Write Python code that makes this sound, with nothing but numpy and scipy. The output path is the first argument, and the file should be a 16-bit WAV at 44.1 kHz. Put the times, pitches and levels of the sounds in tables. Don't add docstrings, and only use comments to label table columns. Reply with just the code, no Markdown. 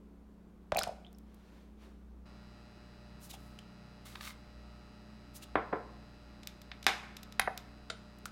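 import sys
import numpy as np
from scipy import signal
from scipy.fft import rfft, irfft, next_fast_len
from scipy.io import wavfile

SR = 44100
rng = np.random.default_rng(int(sys.argv[2]) if len(sys.argv) > 2 else 0)


def file_out(sig):
    cols = np.atleast_2d(sig).T
    lim = np.clip(cols, -1, 1)
    pcm = np.round(lim * 32767).astype(np.int16)
    wavfile.write(sys.argv[1], SR, pcm)


N = 366471
TIME = np.arange(N) / SR


# start in seconds, strength in dB, centre in Hz.
SLAPS = [(.7200, -1, 1110), (.747, -14, 2200), (.7701, -10.5, 13000), (.7860, -3, 1600), (.7900, -4, 4800),
         (.8336, -8.5, 4500), (.8373, -7.5, 2150), (.876, -23.5, 3500), (3.589, -25.5, 3500),
         (8.2555, -14, 4030)]
# start in seconds, strength in dB.
DROPLETS = [(1.129, -38.5), (1.185, -36), (1.344, -40), (8.186, -38), (8.261, -26)]
# start in seconds, strength in dB.
THUDS = [(0.723, 9), (0.76, 2), (0.787, -3), (.830, -2), (0.876, 1.5), (7.395, 2), (7.447, 1.5)]
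# pitch in Hz, width in Hz, gain in dB.
POT_AIR = [(580, 54, -6), (713, 10, -11), (791, 12, -6)]

def broth(smear_s=.0006, droplet_hz=8900, slap_octaves=1.11):
    splash = band(bubbles(), 450, SR / 2)
    reach = 2 ** slap_octaves
    for s, db, hz in list(SLAPS) + [(s, db, droplet_hz) for s, db in DROPLETS]:
        add(splash, s, from_db(db) * band(contact(smear_s), hz / reach, hz * reach))
    for s, db in THUDS:
        add(splash, s, from_db(db) * band(contact(smear_s), 35, 193, order=4))
    return splash + resonate(splash, POT_AIR)


# start in seconds, starting pitch in Hz, level in dB.
BIG_BUBBLES = [(.7200, 1150, -26), (.7226, 583, -18), (.7578, 675, -21), (.7645, 2360, -27.5),
               (.7732, 660, -19.5), (.782, 4280, -32), (.7843, 554, -26), (.7850, 3820, -28),
               (.8008, 4900, -40), (.8132, 1340, -27.5), (.8217, 4900, -30.5), (.8728, 678, -25),
               (.8925, 620, -27), (1.048, 3000, -49), (1.066, 3340, -49.5), (1.148, 5170, -59.5),
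               (3.339, 770, -41), (3.5888, 2920, -43.5), (8.2568, 1315, -32)]
# middle and spread in seconds, level in dB, centre in Hz.
SWARMS = [(.790, 0.011, -44, 3800), (.86, .04, -32.5, 656)]

def bubbles(fizz_spread_s=.0054, fizz_db=2.5, fizz_hz=3100):
    fizz = [(s, fizz_spread_s, db + fizz_db, fizz_hz) for s, db in SUGAR_SINKS]
    small = [row for cloud in list(SWARMS) + fizz for row in swarm(*cloud)]
    track = np.zeros(N)
    for s, hz, db in list(BIG_BUBBLES) + small:
        add(track, s, bubble(hz, db))
    return track


def bubble(hz, db, glide=.38, onset_cycles=.39):
    t = TIME[:SR // 10]
    t60 = .018 * (1000 / hz) ** .13
    pitch = hz * (1 + glide * np.minimum(t / t60, 1))
    attack = 1 - np.exp(-t * hz / onset_cycles)
    return np.sqrt(2) * np.sin(2 * np.pi * np.cumsum(pitch) / SR) * attack * from_db(db - 60 * t / t60)


def swarm(s, spread_s, db, centre_hz, count=10, octaves=.58):
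    return [(s + 2 * spread_s * (2 * when - 1), centre_hz * 2 ** (octaves * (pitch - .5)), db - 10 * weak)
            for when, pitch, weak in rng.uniform(size=(count, 3))]


# crest in seconds, half length in seconds, level in dB.
SUGAR_POURS = [(3.245, 0.028, -56), (3.309, .009, -53), (3.43, .13, -72.5), (5.365, 0.016, -50.5)]
# crest in seconds, level in dB.
SUGAR_SINKS = [(3.307, -52.5), (3.341, -54), (5.432, -52.5)]
SUGAR_HISS_HZ = (3970, 14000)

def sugar():
    pouring = sum(swell(*pour) for pour in SUGAR_POURS)
    sinking = sum(swell(s, .012, db) for s, db in SUGAR_SINKS)
    bright = pouring * crystals(*SUGAR_HISS_HZ, grains_per_s=14000)
    dull = sinking * crystals(2100, 9000, grains_per_s=14000)
    return bright + dull


# time in seconds, strength in dB.
SCOOP_PUSH = [(4.042, -93), (4.056, -54.5), (4.14, -64.5), (4.203, -66.5), (4.213, -54), (4.285, -50.5),
              (4.33, -66)]
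# crest in seconds, strength in dB.
LUMPS = [(4.157, -41.5), (4.2113, -40), (4.271, -49), (4.277, -40.5), (4.307, -50)]
# pitch in Hz, width in Hz, gain in dB.
SPOON_MODES = [(1240, 150, 1), (2110, 190, -4), (3800, 280, -0.5), (4500, 98, -1)]

def scoop(rasp_db=-2, hiss_db=-3):
    push = from_db(np.interp(TIME, *np.transpose(SCOOP_PUSH), left=-200, right=-200))
    crunch = sum(swell(s, .0027, db) for s, db in LUMPS)
    rasp = push * crystals(880, 4500, grains_per_s=2600, order=2)
    rasp += crunch * crystals(1000, 2700, grains_per_s=6000, order=2)
    hiss = push * crystals(*SUGAR_HISS_HZ, grains_per_s=9000)
    return from_db(rasp_db) * rasp + resonate(rasp, SPOON_MODES) + from_db(hiss_db) * hiss


def crystals(low_hz, high_hz, grains_per_s, order=1):
    ticks = rng.standard_normal(N) * (rng.random(N) < grains_per_s / SR)
    grains = band(ticks, low_hz, high_hz, order)
    return grains / grains.std()


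# start in seconds, strength in dB, high cut in Hz.
CRACKLES = [(6.432, -27.5, 11000), (6.4724, -13.5, 15500), (6.6162, -27.5, 15000), (6.7156, -19, 4900),
            (6.828, -23, 12000), (6.842, -25, 12000), (6.8660, 3, 12000), (7.1673, -19.5, 13200),
            (7.2307, -22, 15800), (7.3235, -25, 13000), (7.3954, -6, 4270), (7.416, -18.5, 7040),
            (7.5761, -14.5, 16000)]
# pitch in Hz, width in Hz, gain in dB.
BOTTLE_MODES = [(340, 430, 0.5), (822, 140, 12), (1090, 210, 6.5), (1560, 810, 10.5), (2190, 420, 7),
                (2840, 530, 0), (3450, 170, 7), (3710, 140, 4), (4840, 260, 0), (6830, 250, -31),
                (12000, 3500, -6)]

def bottle_crackles():
    snaps = []
    for s, db, high_hz in CRACKLES:
        energy = from_db(db) ** 2
        octaves = 1.93 + 2.3 * energy
        send_db = -8 + 3 * energy
        snaps.append((s, db, high_hz / 2 ** octaves, high_hz, send_db))
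    return blows(snaps, BOTTLE_MODES, smear_s=.0005)


# start in seconds, strength in dB, low cut and high cut in Hz, room send in dB.
GULPS = [(7.3956, 3.5, 650, 14800, -9), (7.4742, 1, 404, 1800, -16), (7.4790, -3, 450, 1400, -4)]
# pitch in Hz, width in Hz, gain in dB.
NECK_MODES = [(580, 200, 3.5), (770, 93, 14), (1020, 400, 2.5), (1470, 410, 3.5), (1870, 220, 9.5),
              (2500, 230, -2), (4100, 260, -6), (5600, 1700, -15), (9660, 1200, -1), (12700, 3000, -29)]

def bottle_gulps():
    return blows(GULPS, NECK_MODES, smear_s=.0009)


# start in seconds, strength in dB, low cut and high cut in Hz, room send in dB.
KNOCKS = [(5.5550, 0, 90, 2500, -2.5), (5.7272, -9, 70, 2240, -1.5), (5.7310, -5.5, 90, 1040, -3.5)]
# pitch in Hz, width in Hz, gain in dB.
COUNTER_MODES = [(130, 310, 3), (305, 27, 14), (470, 190, 13.5), (660, 290, 13.5), (1030, 146, 13),
                 (1340, 57, 10), (1650, 76, -2), (2000, 83, -24), (3350, 950, 2.5)]

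def jar_knocks():
    return blows(KNOCKS, COUNTER_MODES, smear_s=.0013)


# start in seconds, strength in dB, low cut and high cut in Hz, room send in dB.
TAPS = [(7.9001, -2, 306, 9500, -3), (7.9012, 1, 295, 5800, -19)]
# pitch in Hz, width in Hz, gain in dB.
RIM_MODES = [(480, 36, -3.5), (653, 67, 2), (1400, 200, 0.5), (2040, 850, -11), (3000, 710, -9.5),
             (3740, 390, -3.5), (5930, 53, -13.5), (7060, 50, -6), (8360, 70, -11), (9060, 36, -5)]

def spoon_tap():
    return blows(TAPS, RIM_MODES, smear_s=.001)


# frequency in Hz, overtone level in dB before the trim.
COIL_SPECTRUM = [(700, -79.5), (2000, -91), (3100, -103.5), (4400, -108), (5800, -111), (7100, -105),
                 (8000, -103), (10000, -108), (13000, -115)]
# pitch in Hz, level in dB before the trim.
COIL_PEAKS = [(1911, -79.5), (2519, -82.5), (2643, -80), (2880, -81), (3483, -86.5), (3844, -83),
              (3962, -78.5), (4081, -81), (4204, -86.5), (4323, -86), (4560, -90.5), (4683, -84),
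              (4802, -80.5), (4920, -79), (5044, -84), (5281, -87.5), (5399, -88), (5642, -88.5),
              (5884, -95), (6121, -92), (6605, -90.5), (7682, -97), (7924, -92.5), (9125, -98)]
HOB_ON_S, MAINS_HZ = 2.255, 60.05

def coil_buzz(phase_scatter=.58, level_scatter_db=3.5, trim_db=.4):
    harmonics = np.arange(6, 110)
    overtones_hz = 2 * MAINS_HZ * harmonics
    levels_db = at_hz(COIL_SPECTRUM, overtones_hz) + level_scatter_db * rng.standard_normal(len(harmonics))
    for hz, db in COIL_PEAKS:
        levels_db[np.argmin(abs(overtones_hz - hz))] = db
    cycle = np.linspace(0, 1, 2048)
    phases = phase_scatter * rng.standard_normal((len(harmonics), 1))
    partials = np.cos(2 * np.pi * np.outer(harmonics, cycle) + phases)
    pulse = np.sqrt(2) * from_db(levels_db + trim_db) @ partials
    return np.interp((TIME - HOB_ON_S) * 2 * MAINS_HZ % 1, cycle, pulse)


# pitch in Hz, rms level in dB, waver in dB.
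HOB_TONES = [(60, -67.5, -0.5), (119.8, -64, 1.5), (145.5, -74.5, -6.5), (599.6, -70, 1), (1290, -77, 5),
             (1395, -77.5, 2)]
# frequency in Hz, density in dB per Hz before the trim.
HOB_FAN = [(100, -96.5), (400, -101), (800, -98), (1400, -99), (2700, -105), (3400, -110), (5000, -113),
           (7500, -123), (15000, -132)]

def hob(onset_s=.0023, fan_trim_db=-.47):
    switched_on = np.clip((TIME - HOB_ON_S) / onset_s, 0, 1)
    return switched_on * (coil_buzz() + tones(HOB_TONES) + from_db(fan_trim_db) * noise(HOB_FAN))


# time in seconds, gain in dB.
REACH = [(1.1, -32), (1.3, -5.5), (1.58, 0.5), (1.76, -13.5), (1.83, 6), (1.97, -9.5), (2.25, -24)]
# frequency in Hz, density in dB per Hz at unity gain.
SLEEVE_SPECTRUM = [(200, -100), (800, -100), (1800, -104), (4000, -109), (8000, -120), (15000, -126)]

def sleeve():
    return gain_curve(REACH) * noise(SLEEVE_SPECTRUM)


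# frequency in Hz, density in dB per Hz.
ROOM_AIR = [(20, -91.5), (55, -84), (100, -93), (210, -89), (350, -89), (700, -101), (1200, -104),
            (1800, -112), (2800, -117), (5600, -123), (10000, -127), (15000, -128)]
# pitch in Hz, rms level in dB, waver in dB.
HUM = [(60, -62.5, 3), (181.3, -64, 2), (212.7, -61.5, 2), (283, -71.5, 2.5)]
# time in seconds, rms level in dB.
DRONE_SWELL = [(1.7, -68), (1.85, -64), (2.1, -56), (2.24, -56), (2.27, -78)]

def room_tone(drone_hz=60):
    drone = np.sqrt(2) * gain_curve(DRONE_SWELL) * np.sin(2 * np.pi * drone_hz * TIME)
    return noise(ROOM_AIR) + tones(HUM) + drone


# frequency in Hz, time to fall 60 dB in seconds.
KITCHEN_DECAY = [(150, 0.99), (500, 0.67), (1500, 0.86), (4000, 0.57), (8000, 0.58), (15000, 0.5)]

def kitchen(send, build_s=.012, wall_hz=4970, early_db=10.5, early_t60=.16):
    t = TIME[:SR * 3 // 4]
    white = rfft(rng.standard_normal(len(t)))
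    centres_hz = np.geomspace(125, 16000, 22)
    bins_hz = np.arange(len(white)) * SR / len(t)
    nearest_band = np.argmin(abs(bins_hz - centres_hz[:, None]), axis=0)
    early = from_db(early_db - 60 * t / early_t60)
    tail = np.zeros(len(t))
    for k, hz in enumerate(centres_hz):
        late = from_db(-60 * t / at_hz(KITCHEN_DECAY, hz)) * (1 - np.exp(-t / build_s))
        envelope = (early + late) / np.linalg.norm(early + late)
        tail += irfft(white * (nearest_band == k), len(t)) * envelope / np.hypot(1, hz / wall_hz)
    predelay = np.zeros(SR // 500)
    return signal.fftconvolve(send, np.concatenate([predelay, tail]))[:N]


def blows(rows, modes, smear_s, crumble=.21):
    direct, send = np.zeros((2, N))
    for s, db, low_hz, high_hz, send_db in rows:
        force = contact(smear_s * from_db(-crumble * db))
        sound = from_db(db) * band(resonate(force, modes), low_hz, high_hz, order=5)
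        add(direct, s, sound)
        add(send, s, from_db(send_db) * sound)
    return np.array([direct, send])


def contact(smear_s):
    force = np.append(1., np.zeros(SR // 4))
    for share in rng.uniform(.15, 1, 3):
        delay = np.zeros(int(share * smear_s * SR))
        loop = np.concatenate([[1], delay, [rng.choice([-.66, .66])]])
        force = signal.lfilter(loop[::-1], loop, force)
    return force


def resonate(x, modes):
    ring = 0
    for hz, width_hz, db in modes:
        radius = np.exp(-np.pi * width_hz / SR)
        poles = [1, -2 * radius * np.cos(2 * np.pi * hz / SR), radius ** 2]
        ring += from_db(db) * (1 - radius ** 2) / 2 * signal.lfilter([1, 0, -1], poles, x + 1e-18)
    return ring


def tones(rows):
    return sum(np.sqrt(2) * from_db(db + waver_db * drift(7)) * np.sin(2 * np.pi * hz * TIME)
               for hz, db, waver_db in rows)


def drift(rate_hz):
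    return np.interp(TIME * rate_hz, np.arange(1000), rng.standard_normal(1000))


def noise(spectrum):
    size = next_fast_len(N)
    density = from_db(at_hz(spectrum, np.arange(size // 2 + 1) * SR / size))
    return irfft(rfft(rng.standard_normal(size)) * density, size)[:N] * np.sqrt(SR / 2)


def band(x, low_hz, high_hz, order=2):
    low_cut = signal.butter(2, np.clip(low_hz, 10, .45 * SR), "high", fs=SR, output="sos")
    high_cut = signal.butter(order, np.clip(high_hz, 10, .45 * SR), fs=SR, output="sos")
    return signal.sosfilt(high_cut, signal.sosfilt(low_cut, x + 1e-18))


def swell(s, half_s, db):
    return from_db(db) * np.exp(-np.minimum(abs(TIME - s) / half_s, 10) ** 2)


def gain_curve(rows):
    return from_db(np.interp(TIME, *np.transpose(rows)))


def at_hz(points, hz):
    known_hz, values = np.transpose(points)
    return np.interp(np.log(np.maximum(hz, 1)), np.log(known_hz), values)


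def from_db(db):
    return 10 ** (np.asarray(db) / 20)


def add(track, s, sound):
    start = max(round(s * SR), 0)
    track[start:start + len(sound)] += sound[:max(N - start, 0)]


def scene(seasoning_send_db=-8):
    hits, hits_send = jar_knocks() + bottle_crackles() + bottle_gulps() + spoon_tap()
    seasoning = broth() + sugar() + scoop()
    echoes = kitchen(hits_send + from_db(seasoning_send_db) * seasoning)
    return (hits + seasoning + echoes + hob() + room_tone() + sleeve())[None]


def record(dry, ceiling=.31, stop_hz=16800):
    clipped = dry / (1 + (dry / ceiling) ** 8) ** (1 / 8)
    return signal.sosfilt(signal.cheby2(16, 60, stop_hz, fs=SR, output="sos"), clipped)


dry = scene()
out = record(dry)
file_out(out)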